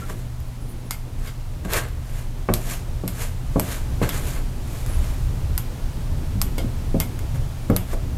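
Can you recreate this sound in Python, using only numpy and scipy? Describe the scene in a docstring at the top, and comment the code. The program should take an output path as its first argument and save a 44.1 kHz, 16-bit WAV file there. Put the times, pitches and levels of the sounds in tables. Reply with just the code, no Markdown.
"""A soft scrape and a faint squeak open the scene: a steel filling knife works soft filler on a hollow wall.
Grains under the edge are random clicks that excite the hiss and rasp of each stroke in a bare room.
Landings knock through decaying modes of the plasterboard; the blade snaps flat in bright bursts of noise.
Sliding tones make the squeaks of glove and blade.
Below lie a rumble with a low throb, a dull murmur, a mains hum and room noise, from shaped noise and sines."""
import sys
import numpy as np
from scipy import signal
from scipy.fft import rfft, irfft
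from scipy.io import wavfile

SR = 44100
rng = np.random.default_rng(int(sys.argv[2]) if len(sys.argv) > 2 else 0)


def volts_from_db(level):
    """Convert decibel levels to linear amplitude ratios."""
    exponent = np.asarray(level, float) / 20
    return 10 ** exponent


def to_wav(sig):
    """Store sig (one row per channel, or 1-D mono) as 16-bit WAV at the path in sys.argv[1].

    Samples outside -1..1 are clipped; the rate is SR.
    """
    pcm = np.clip(np.atleast_2d(sig), -1, 1) * 32767
    pcm = np.round(pcm).astype(np.int16)
    wavfile.write(sys.argv[1], SR, pcm.T)  # frames by channels


N = 360297    # length in samples

# strokes and rubs of the blade, timed at their firmest pressure: # top_s, swell_s, fade_s, edge_hiss_db,
# board_rasp_db
BLADE_STROKES = [(0.0, .02, 0.16, -46, -45.5), (0.1, 0.047, 0.085, -42.5, -41.5), (.2, .1, 0.091, -51, -54),
                 (1.28, 0.18, 0.08, -43.5, -43.5), (1.65, 0.0061, 0.017, -40, -35),
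                 (1.736, 0.062, 0.073, -29, -26), (1.779, 0.078, 0.053, -28, -25.5),
                 (1.84, .05, 0.13, -50, -38.5), (2.185, 0.28, 0.15, -44.5, -45.5),
                 (2.722, 0.21, 0.12, -32, -39.5), (3.222, .15, 0.13, -34, -37),
                 (3.725, 0.23, 0.14, -34, -36.5), (4.032, 0.023, 0.056, -34.5, -26),
                 (4.149, 0.16, 0.18, -35, -36), (4.285, 0.12, 0.2, -37.5, -44.5),
                 (4.375, 0.069, 0.057, -54, -40), (4.755, 0.25, 0.39, -43, -55), (4.9, 0.072, .2, -54, -46),
                 (5.04, 0.12, 0.35, -45.5, -53), (7.36, 0.043, 0.023, -45, -42.5),
                 (7.935, 0.12, 0.031, -40, -42)]
# blade landing on the board; the upper modes, above 300 Hz, are set against the blow:
# start_s, blow_db, upper_modes_db, cushion_cutoff_hz, contact_s
BLADE_KNOCKS = [(.099, -37.5, -0.5, 1600, 0.00073), (1.651, -33, -1.5, 885, 0.0058),
                (2.4879, -22.5, 2, 2600, 0.0014), (3.037, -28.5, -5, 814, 0.0024),
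                (3.559, -20.5, 1.5, 740, 0.0032), (4.016, -21, -6, 1460, 0.0026),
                (6.355, -30.5, -10, 350, 0.008), (6.581, -32.5, 1.5, 870, 0.0025),
                (6.645, -27, -12, 393, 0.0049), (6.9445, -21, -6, 724, 0.0031),
                (7.6991, -17, -3, 1290, 0.005), (7.93, -45.5, 14.5, 1520, 0.0011)]
# blade snapping flat; low and middle bands are set against the top band, the ring against the peak:
# start_s, peak_db, low_band_db, middle_band_db, steel_ring_db
BLADE_TICKS = [(0.402, -35, -6, -1, -31), (0.9085, -9.5, -2.5, 1.5, -22), (1.273, -34.5, -4, 0, -5),
               (1.7345, -11, -14, 0, -28), (1.885, -34, -12, 0, -30), (2.5380, -6.5, -3, 2, -35),
               (3.0781, -12, -7, -0.5, -30), (3.5965, -7.5, -3, -2, -43), (4.091, -13, -4, -1.5, -21.5),
               (4.8623, -26, 2, 2, -31), (5.5779, -9.5, -10, -2, -42), (6.4157, -6.5, -6, -0.5, -38),
               (6.5816, -17, 5.5, 3, -15.5), (7.001, -5.5, -5, -1, -28), (7.1912, -27, -3, -1, -23),
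               (7.7005, -24, -12, -4, -30), (7.7636, -7, -11, -3.5, -35.5)]
# ringing modes of the plasterboard, before the chance of each landing: pitch_hz, level_db, t60_s
BOARD_MODES = [(80.7, -5, 0.48), (106.4, 1.5, 0.41), (169.3, 4.5, 0.31), (237.3, 1.5, 0.16),
               (285, 0.5, 0.17), (346, -3.5, 0.23), (403, -0.5, 0.099), (482, 2.5, 0.095),
               (551.5, -0.5, 0.15), (581.5, -26.5, 0.078), (637, -3.5, 0.3), (668, -20, 0.23),
               (731, -4.5, 0.16), (800, -10, .1), (892, -8, .11), (1060, 16, 0.013), (1235, -1.5, 0.061),
               (1420, -9, 0.044), (1580, 11, 0.017), (1690, 1, 0.017), (2040, -17, 0.025), (2170, 1, 0.029),
               (2600, -6, 0.025)]
# ringing modes of the steel blade: pitch_hz, width_hz (of the first of two filters), level_db
BLADE_MODES = [(1410, 190, -9), (2140, 80, -3.5), (3320, 840, -4), (4750, 500, -9)]
# rasp resonances of blade and board under the edge: pitch_hz, width_hz, relative_level_db
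RASP_RESONANCES = [(480, 290, 7.5), (790, 306, 6), (1040, 300, 6.5), (1333, 140, 5.5), (1597, 144, 7.5),
                   (2167, 170, 3), (2600, 350, -3), (4400, 330, -8), (7340, 160, -13)]
# colour of the edge hiss: frequency_hz, relative_density_db (per Hz)
EDGE_COLOUR = [(1410, 0), (2400, 3.5), (2730, 0), (5220, -3.5), (7120, 2), (8020, -0.5), (12900, -1),
               (14500, -3.5), (16000, -19)]
# colour of a tick, before its bands are rebalanced: frequency_hz, relative_density_db (per Hz)
SNAP_COLOUR = [(500, -8), (900, 0.5), (1700, -8.5), (3700, 2), (4400, -3), (6000, -9.5), (8000, -5),
               (9800, -4), (12900, 5.5), (14500, -6.5), (16200, -29)]
# thin squeaks, high ones from the glove and low ones from the blade:
# start_s, length_s, start_pitch_hz, end_pitch_hz, level_db
SQUEAK_SLIDES = [(.015, .045, 1390, 1320, -39), (.095, .014, 1200, 1150, -35),
                 (.46, .08, 11000, 10600, -58), (.47, .03, 12100, 11800, -56),
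                 (.58, .09, 10800, 10950, -55), (.63, .11, 8900, 9250, -57), (.66, .08, 12200, 11900, -57),
                 (.68, .06, 10950, 10400, -55), (.77, .04, 10900, 10700, -56),
                 (.84, .065, 10150, 10000, -55), (4.86, .12, 11500, 9500, -46),
                 (4.93, .035, 11350, 10900, -47), (4.965, .04, 10600, 9900, -51)]
# course of the rumble: time_s, level_db
RUMBLE_LEVEL = [(0.0, -32), (0.3, -32.5), (1.2, -32.5), (2.3, -31.5), (2.7, -29.5), (3.4, -29),
                (4.1, -24.5), (4.6, -28), (4.95, -24), (5.2, -25.5), (5.6, -26.5), (6.6, -26.5),
                (7.4, -26.5), (8.17, -28)]
# colour of the dull murmur in the board: frequency_hz, relative_density_db (per Hz)
MURMUR_COLOUR = [(100, -33), (170, 2), (204, -7.5), (237, -1.5), (263, -5), (600, -15.5), (780, -38),
                 (1320, -120)]
# colour of the rumble: frequency_hz, relative_density_db (per Hz)
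RUMBLE_COLOUR = [(8.8, -28), (15, -7.5), (30, 5), (49, -4), (70, 2.5), (118, -6.5), (140, -6), (170, -15),
                 (220, -58), (370, -120)]
# colour of the room noise: frequency_hz, relative_density_db (per Hz)
ROOM_NOISE_COLOUR = [(350, -31), (600, -0.5), (931, -2.5), (1050, -4.5), (1430, -7), (1530, -8.5),
                     (12300, -18), (14300, -19.5), (16000, -15)]
# partials of the mains hum: pitch_hz, rms_level_db
HUM_PARTIALS = [(120.1, -37), (240.5, -53)]

# strokes: level one swell before or one fade after the top; roundness 1 = pointed, 2 = round
STROKE_EDGE_DB, STROKE_ROUNDNESS = -25.5, 1.08
STROKE_ROOM_DB, STROKE_ROOM_T60_S = -8.0, 0.15
# knocks: push against the blow; the blade still drags on the board and blurs each mode
PUSH_DB, MODE_RISE_S = 15.5, 0.003
BLUR = 0.05    # width as a share of the mode's pitch
KNOCK_ROOM_DB, KNOCK_ROOM_T60_S = -6.5, 0.34
# ticks: tail against the peak, low tail against the tail
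BURST_S, ECHO_S, ECHO_DB = 0.0005, 0.0058, -13.5
TICK_TAIL_DB, TICK_TAIL_T60_S = -22.5, 0.2
LOW_TAIL_DB, LOW_TAIL_T60_S, STEEL_T60_S = -3, 0.25, 0.17
# background: murmur and noise at the rumble's middle level, and dB they move per dB of rumble
RUMBLE_MIDDLE_DB = -29
MURMUR_DB, MURMUR_FOLLOWS, NOISE_DB, NOISE_FOLLOWS = -42.5, 0.89, -45, 0.69
# throb: level against the rumble, one width for each of its two filters
THROB_HZ, THROB_WIDTHS_HZ, THROB_DB = 24.9, (12.4, 13.8), -0.5
TOP_CUT_HZ = 14800


def rms_one(x):
    """Scale to unit rms."""
    return x / np.sqrt(np.mean(x ** 2) + 1e-20)


def colour(x, spectrum):
    """Shape a signal by a dB-per-Hz table, drawn straight over log frequency; unit rms."""
    hz = np.fft.rfftfreq(len(x), 1 / SR) + 1
    table_hz, table_db = np.transpose(spectrum)
    gain = volts_from_db(np.interp(np.log(hz), np.log(table_hz), table_db))
    return rms_one(irfft(rfft(x) * gain, len(x)))


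def drift(rate_hz):
    """Slow random wander of spread one: low-passed noise drawn every 40 samples."""
    r = np.exp(-80 * np.pi * rate_hz / SR)
    noise = rng.standard_normal(N // 40 + 2002)
    slow = signal.lfilter([1], [1, -2 * r, r * r], noise)[2000:]    # skip the filter's start
    return np.interp(np.arange(N) / 40, np.arange(len(slow)), rms_one(slow))


def resonance(x, hz, width_hz):
    """Two-pole band-pass with gain one on top."""
    r = np.exp(-np.pi * width_hz / SR)
    feed = np.array([1, 0, -1]) * (1 - r * r) / 2
    return signal.lfilter(feed, [1, -2 * r * np.cos(2 * np.pi * hz / SR), r * r], x)


def band(x, order, edges_hz, kind):
    """Butterworth filter that passes one band."""
    return signal.sosfilt(signal.butter(order, edges_hz, kind, fs=SR, output="sos"), x)


def room(x, room_db, t60_s):
    """Direct sound plus a diffuse tail of dying noise that starts after the first wall."""
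    t = np.arange(SR // 2) / SR
    tail = rng.standard_normal(len(t)) * volts_from_db(-60 * t / t60_s) * (t > .003)
    return x + volts_from_db(room_db) * signal.fftconvolve(x, tail / np.linalg.norm(tail))[:N]


def grit(per_s, spread_db):
    """Filler grains catching the edge: random clicks of uneven size."""
    sizes = volts_from_db(spread_db * np.minimum(rng.exponential(1, N), 5)) * rng.choice([-1, 1], N)
    return rms_one(sizes * (rng.random(N) < per_s / SR))


def strokes():
    """Grains under the moving edge hiss in the blade and ring the lower resonances."""
    t, hiss_gain, rasp_gain = np.arange(N) / SR, 0, 0
    for top_s, swell_s, fade_s, hiss_db, rasp_db in BLADE_STROKES:
        distance = (np.abs(t - top_s) / np.where(t < top_s, swell_s, fade_s)).clip(0, 9)
        pressure = volts_from_db(STROKE_EDGE_DB * distance ** STROKE_ROUNDNESS)
        hiss_gain = hiss_gain + volts_from_db(hiss_db) * pressure
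        rasp_gain = rasp_gain + volts_from_db(rasp_db) * pressure
    hiss = colour(grit(per_s=12000, spread_db=3.5), EDGE_COLOUR)
    hiss *= volts_from_db(1.0 * drift(73))    # the surface is not even
    grains = grit(per_s=6000, spread_db=3.5)
    rasp = np.zeros(N)
    for k, (hz, width_hz, db) in enumerate(RASP_RESONANCES):
        rasp += (-1) ** k * volts_from_db(db) * resonance(grains, hz, width_hz)    # neighbours in opposite polarity
    rasp = rms_one(rasp) * volts_from_db(0.5 * drift(53))
    return room(hiss_gain * hiss + rasp_gain * rasp, STROKE_ROOM_DB, STROKE_ROOM_T60_S)


def knocks():
    """Each landing pushes the board in and back, then its modes ring; soft filler cushions the top away."""
    out, t = np.zeros(N), np.arange(SR // 2) / SR
    hz, mode_db, t60_s = np.array(BOARD_MODES).T[:, :, None]
    modes = len(BOARD_MODES)
    luck = rng.standard_normal((len(BLADE_KNOCKS), 3, modes, 1))
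    for knock, (strength, detune, phase) in zip(BLADE_KNOCKS, luck):
        start_s, blow_db, upper_db, cushion_hz, contact_s = knock
        wander = np.cumsum(rng.standard_normal((modes, len(t))), axis=1)
        blur = np.sqrt(2 * np.pi * BLUR * hz / SR) * wander
        level_db = blow_db + mode_db + upper_db * (hz > 300) + 2.0 * strength
        mode_hz = hz * (1 + 0.021 * detune)    # the pressing blade shifts each mode a little
        turn = 2 * np.pi * mode_hz * t + 0.98 * phase + blur
        ringing = np.sum(volts_from_db(level_db - 60 * t / t60_s) * np.sin(turn), axis=0)
        ringing *= 1 - np.exp(-t / MODE_RISE_S)
        u = t / contact_s
        push = volts_from_db(blow_db + PUSH_DB) * np.sin(2 * np.pi * u) * (1 - u) * (u < 1)
        start = round(start_s * SR)
        cushioned = band(-ringing - push, 2, cushion_hz, "low")
        out[start:start + len(t)] += cushioned[:N - start]
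    return room(out, KNOCK_ROOM_DB, KNOCK_ROOM_T60_S)


def burst(t):
    """Sharp rise and fall with its top, of one, at BURST_S."""
    u = t.clip(0) / BURST_S
    return u * np.exp(1 - u)


def ticks():
    """A millisecond burst of bright noise, one near echo and a diffuse tail; the steel rings roughly."""
    noise = colour(rng.standard_normal(N), SNAP_COLOUR)
    low = rms_one(band(noise, 2, 3800, "low"))
    middle = rms_one(band(noise, 2, [3800, 9000], "band"))
    top = rms_one(band(noise, 3, 9000, "high"))
    white = rng.standard_normal(N)
    steel = np.array([volts_from_db(db) * rms_one(resonance(resonance(white, hz, width_hz), hz, 2 * width_hz))
                      for hz, width_hz, db in BLADE_MODES])
    grip = volts_from_db(2.5 * rng.standard_normal((len(BLADE_TICKS), len(BLADE_MODES))))
    out, t = np.zeros(N), np.arange(SR // 4) / SR
    snap = burst(t) + volts_from_db(ECHO_DB) * burst(t - ECHO_S)
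    for (start_s, peak_db, low_db, middle_db, ring_db), free in zip(BLADE_TICKS, grip):
        start = round(start_s * SR)
        span = slice(start, start + len(t))
        bright = top[span] + volts_from_db(middle_db) * middle[span]
        crack = snap * (bright + volts_from_db(low_db) * low[span])
        tail = volts_from_db(TICK_TAIL_DB - 60 * t / TICK_TAIL_T60_S) * bright
        # lower tones die later
        tail += volts_from_db(TICK_TAIL_DB + LOW_TAIL_DB - 60 * t / LOW_TAIL_T60_S) * low[span]
        # each hold frees other modes
        ringing = volts_from_db(ring_db - 60 * t / STEEL_T60_S) * (free @ steel[:, span])
        out[span] += volts_from_db(peak_db) * (crack / np.abs(crack).max() + tail + ringing)
    return out


def squeaks():
    """Glove and blade whistle thinly: sines that slide and waver in pitch and flicker in level."""
    out, waver, flicker = np.zeros(N), drift(60), volts_from_db(3.0 * drift(50))
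    for start_s, length_s, start_hz, end_hz, db in SQUEAK_SLIDES:
        span = slice(round(start_s * SR), round((start_s + length_s) * SR))
        u = np.linspace(0, 1, span.stop - span.start)
        hz = start_hz + (end_hz - start_hz) * u + 40 * waver[span]
        swell = np.sqrt(np.sin(np.pi * u).clip(0))
        whistle = np.sin(2 * np.pi * np.cumsum(hz) / SR)
        out[span] += volts_from_db(db) * flicker[span] * swell * whistle
    return out


def rumble(level_db):
    """Building rumble: low noise that wanders in level, with a throb from a narrow band of noise."""
    body = colour(rng.standard_normal(N), RUMBLE_COLOUR) * volts_from_db(2.5 * drift(3))
    throb = rng.standard_normal(N)
    for width_hz in THROB_WIDTHS_HZ:
        throb = resonance(throb, THROB_HZ, width_hz)
    return volts_from_db(level_db) * (body + volts_from_db(THROB_DB) * rms_one(throb))


def murmur(swing_db):
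    """Dull murmur in the board: wandering low noise that follows the rumble."""
    noise = colour(rng.standard_normal(N), MURMUR_COLOUR) * volts_from_db(2.0 * drift(6.0))
    return volts_from_db(MURMUR_DB + MURMUR_FOLLOWS * swing_db) * noise


def mains_hum():
    """Sine partials that waver slightly in level and phase."""
    t, out = np.arange(N) / SR, np.zeros(N)
    for hz, db in HUM_PARTIALS:
        level = np.sqrt(2) * volts_from_db(db + 1.0 * drift(7.6))
        out += level * np.sin(2 * np.pi * hz * t + 0.2 * drift(2.5))
    return out


def room_noise(swing_db):
    """Broad hiss of the room: shaped noise that partly follows the rumble."""
    noise = colour(rng.standard_normal(N), ROOM_NOISE_COLOUR)
    return volts_from_db(NOISE_DB + NOISE_FOLLOWS * swing_db) * noise


def background():
    """Rumble, murmur and room noise rise and fall together over a hum."""
    rumble_db = np.interp(np.arange(N) / SR, *np.transpose(RUMBLE_LEVEL))
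    swing_db = rumble_db - RUMBLE_MIDDLE_DB
    return rumble(rumble_db) + murmur(swing_db) + mains_hum() + room_noise(swing_db)


def scene():
    """Wall sounds over the background, as one channel."""
    return (strokes() + knocks() + ticks() + squeaks() + background())[None]


def band_limit(x):
    """A steep low-pass at the top of the band."""
    return signal.sosfilt(signal.butter(12, 16530, fs=SR, output="sos"), x)


def record(dry):
    """A steep low-pass takes off the extreme top."""
    mix = band(dry, 8, TOP_CUT_HZ, "low")
    return band_limit(mix)


dry = scene()
out = record(dry)
to_wav(out)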